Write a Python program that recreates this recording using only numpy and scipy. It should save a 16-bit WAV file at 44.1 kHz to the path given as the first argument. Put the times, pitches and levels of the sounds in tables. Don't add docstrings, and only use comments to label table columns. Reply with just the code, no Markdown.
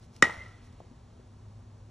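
import sys
import numpy as np
from scipy import signal
from scipy.fft import rfft, irfft
from scipy.io import wavfile

SR = 44100
rng = np.random.default_rng(int(sys.argv[2]) if len(sys.argv) > 2 else 0)


def wrap_up_sound(samples):
    columns = np.atleast_2d(samples).T
    tamed = np.clip(columns, -1, 1)
    steps = np.round(tamed * 32767).astype(np.int16)
    wavfile.write(sys.argv[1], SR, steps)


N = 83790
T = np.arange(N) / SR
HZ = np.maximum(np.fft.rfftfreq(N, 1 / SR), 1)
HIT_S = .2244


def from_db(db):
    return 10 ** (np.asarray(db) / 20)


def over_hz(points):
    hz, value = np.transpose(points)
    return np.interp(np.log(HZ), np.log(hz), value)


# f/Hz, level/dB relative to the common (mid) part
SIDE_SHARE = [(50, -36), (120, -28), (250, -17), (600, -7), (1100, -6), (1700, -20), (2500, -16),
              (3700, -24), (8000, -20), (12000, -30)]


def noise(gain, shape=1):
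    mid, side = rfft(rng.standard_normal((2, N)) * shape)
    colour = gain / np.sqrt(np.mean(np.square(gain)))
    side = side * from_db(over_hz(SIDE_SHARE))
    left_right_sign = np.array([[1], [-1]])
    return irfft(colour * (mid + side * left_right_sign), N)


def band(hz, width_hz):
    return 1 / (1 + np.square(np.square(2 * (HZ - hz) / width_hz)))


def dying(start, t60):
    return (T >= start) * np.exp(-np.log(1000) * np.maximum(T - start, 0) / t60)


def ring(start, hz, db, t60):
    return from_db(db) * dying(start, t60) * np.sin(2 * np.pi * hz * (T - start))


def modes(start, table):
    return sum((-1) ** k * ring(start, hz, db, t60) for k, (hz, db, t60) in enumerate(table))


def swell(centre, length):
    return np.cos(np.pi * np.clip((T - centre) / length, -.5, .5)) ** 2


# f/Hz, relative level per Hz/dB
AIR_SPECTRUM = [(20, -21.5), (40, -4.5), (60, -2), (115, -1), (145, -10.5), (182, -10), (212, -11.5),
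                (274, -18), (372, -17), (480, -21), (1030, -24.5), (1500, -32.5), (2450, -37),
                (4500, -38.5), (6400, -39.5), (10000, -45.5), (13000, -54), (15500, -66)]
# t/s, level/dB
HUM_LEVELS = [(0, -56.5), (.7, -57), (1.0, -61), (1.35, -57.5), (1.48, -52), (1.6, -49), (1.75, -51.5),
              (1.9, -53.5)]
AIR_DB = -53
HUM_HZ, HUM_WAVER = 102.7, 0.0056
DRONE_HZ, DRONE_WIDTH_HZ, DRONE_DB = 241.4, 10, -67


def background():
    waver = noise(band(0, 30))[0]
    phase = 2 * np.pi * np.cumsum(HUM_HZ * (1 + HUM_WAVER * waver)) / SR
    hum_level = from_db(np.interp(T, *np.transpose(HUM_LEVELS)))
    hum = hum_level * np.sqrt(2) * np.sin(phase)
    drone = from_db(DRONE_DB) * noise(band(DRONE_HZ, DRONE_WIDTH_HZ))
    air = from_db(AIR_DB) * noise(from_db(over_hz(AIR_SPECTRUM)))
    return hum + drone + air


# centre t/s, length t/s, level/dB
SCUFFS = [(0.037, 0.094, -66), (0.164, 0.14, -65), (.165, .007, -56), (0.484, 0.0089, -62.5),
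          (0.648, 0.091, -68.5), (0.671, .015, -69), (0.727, 0.0077, -64.5), (0.801, 0.023, -70.5)]
# f/Hz, relative level per Hz/dB
SCUFF_SPECTRUM = [(500, -25.5), (2000, -2.5), (3800, -2.5), (4600, -2.5), (5500, 1.5), (7000, -7.5),
                  (11000, -7), (15000, -19)]
# f/Hz, relative level per Hz/dB
NET_SPECTRUM = [(300, -4.5), (900, -0.5), (2000, 0), (4000, -3), (6000, -10), (10000, -17.5), (15000, -29)]
NET_S, NET_DB, NET_T60_S = 0.3, -61.5, 2.7


def rustles():
    envelope = sum(from_db(db) * swell(centre, length) for centre, length, db in SCUFFS)
    scuffs = envelope * noise(from_db(over_hz(SCUFF_SPECTRUM)))
    net = from_db(NET_DB) * dying(NET_S, NET_T60_S) * noise(from_db(over_hz(NET_SPECTRUM)))
    return scuffs + net


# f/Hz, level/dB, t60/s
CRACK = [(935, -28.5, .008), (1306, -6.5, .016), (2475, -20.5, 0.025), (2967, -16.5, 0.024),
         (3700, -18, 0.024), (5120, -24.5, 0.036), (5490, -24, .03), (6060, -22, .02), (6575, -33.5, 0.029),
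         (7213, -15, .011), (9460, -32.5, 0.0073)]
# f/Hz, relative level per Hz/dB
SNAP_SPECTRUM = [(100, -14.5), (500, -6), (780, -16.5), (1100, -3), (1600, -7.5), (2600, -3), (4400, -13.5),
                 (7000, -6), (10000, -14.5), (16000, -24)]
# f/Hz, level/dB, t60/s
THUMP = [(129.45, -18.5, .04), (250, -10, 0.01622), (577, -14, .013)]
RELEASE_S = .0012
PING_HZ, PING_DB, PING_T60_S = 1908, -4.5, 0.064
SNAP_DB, SNAP_T60_S = -18.5, .015
LOW_CUT_HZ = 85


def bat():
    crack = modes(HIT_S, CRACK)
    snap = from_db(SNAP_DB) * dying(HIT_S, SNAP_T60_S) * noise(from_db(over_hz(SNAP_SPECTRUM)))[0]
    free = HIT_S + RELEASE_S
    thump = modes(free, THUMP)
    ping = ring(free, PING_HZ, PING_DB, PING_T60_S)
    low_cut = signal.butter(2, LOW_CUT_HZ, "high", fs=SR, output="sos")
    return signal.sosfilt(low_cut, crack + snap + thump + ping)


# delay t/s, level/dB, dulling corner f/Hz
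REFLECTION_PATHS = [(.00339, -15.5, 6000), (.01149, -19, 2500), (.01488, -19, 2000), (.0182, -23, 7840),
                    (0.0198, -18.5, 2500), (.047, -29, 4000), (.0615, -32, 4930), (.073, -25, 1500)]


def reflections(x):
    paths = 0
    for delay, db, corner_hz in REFLECTION_PATHS:
        delayed = np.exp(-2j * np.pi * HZ * delay)
        paths = paths + from_db(db) * delayed / (1 + 1j * HZ / corner_hz)
    return irfft(rfft(x) * paths, N)


# f/Hz, relative level per Hz/dB
SCATTER_SPECTRUM = [(60, -8.5), (130, -1.5), (300, -7), (430, -4), (600, 1), (760, -2.5), (900, -1),
                    (1100, -4), (1320, -0.5), (1650, -9), (2000, -2.5), (2400, -7.5), (3700, -13.5),
                    (4600, -18.5), (5500, -15), (7500, -22.5), (9700, -22), (12000, -29), (15000, -30)]
# centre f/Hz, width f/Hz, level/dB, t60/s
PING_BANDS = [(1970, 220, -35.5, 0.65), (1340, 140, -46, 0.79)]
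# centre t/s, length t/s, f/Hz, level/dB
PING_RETURNS = [(0.255, .03, 1948, -34), (0.279, 0.023, 1935, -30.5), (0.307, 0.024, 1956, -35),
                (0.376, 0.044, 1965, -47), (0.417, 0.086, 2077, -43), (0.469, 0.036, 1972, -49)]
NEAR_DB, NEAR_T60_S, FAR_DB, FAR_T60_S = -27, .1, -37, 0.66
SCATTER_GRAIN_DB, GRAIN_RATE_HZ = 3, 400


def field():
    start = HIT_S + REFLECTION_PATHS[0][0]
    near = from_db(NEAR_DB) * dying(start, NEAR_T60_S)
    far = from_db(FAR_DB) * dying(start, FAR_T60_S)
    grain = from_db(SCATTER_GRAIN_DB * noise(band(0, 2 * GRAIN_RATE_HZ))[0])
    grain = grain / np.sqrt(np.mean(grain ** 2))
    out = (near + far) * noise(from_db(over_hz(SCATTER_SPECTRUM)), grain)
    for hz, width_hz, db, t60 in PING_BANDS:
        out += from_db(db) * dying(start, t60) * noise(band(hz, width_hz))
    for centre, length, hz, db in PING_RETURNS:
        tone = np.sin(2 * np.pi * (hz * T + rng.random()))
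        out += from_db(db) * swell(centre, length) * tone
    return out


# t/s, level/dB, f/Hz, t60/s (the mode takes half this t60)
THUD_EVENTS = [(.27, -34, 619, 0.058), (.295, -33, 904.3, 0.071), (.375, -39, 69, 0.2),
               (.8035, -39, 708, 0.0251), (.816, -45, 495, .035), (.844, -50, 480, 0.038),
               (.914, -42, 250, 0.078), (1.195, -51.5, 427, 0.093)]


def thuds():
    out = 0
    for start, db, hz, t60 in THUD_EVENTS:
        puff = from_db(db - 5.5) * noise(band(hz, 1.1 * hz), dying(start, t60))
        out = out + ring(start, hz, db, t60 / 2) + puff
    return out


def scene():
    hit = bat()
    return background() + rustles() + hit + reflections(hit) + field() + thuds()


# f/Hz, lead of left over right/rad; the top is nearly opposed
PHASE_LEAD = [(30, 0), (100, -.04), (200, -.17), (400, -.6), (750, -.85), (1050, -.7), (1300, -.2),
              (1700, .03), (1950, .22), (2500, 1.1), (3100, .7), (3700, .15), (4400, .8), (4800, 2.4),
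              (4950, 3.6), (5250, 6.1), (5550, 6.3), (7000, 7.4), (10000, 8.6), (11500, 9.35),
              (15500, 9.42)]
# f/Hz, left minus right level/dB
LEVEL_BALANCE = [(60, 0), (120, .4), (330, 3), (700, 1.5), (1290, 0), (2400, -.3), (15000, 0)]
CUTOFF_HZ = 15900


def record(dry):
    half = np.array([[.5], [-.5]])
    balance = from_db(half * over_hz(LEVEL_BALANCE))
    phase = np.exp(1j * half * over_hz(PHASE_LEAD))
    pair = irfft(rfft(dry) * balance * phase, N)
    rounded = pair / (1 + (pair / .95) ** 8) ** (1 / 8)
    top_cut = signal.ellip(10, .2, 80, CUTOFF_HZ, fs=SR, output="sos")
    return signal.sosfilt(top_cut, rounded)


dry = scene()
out = record(dry)
wrap_up_sound(out)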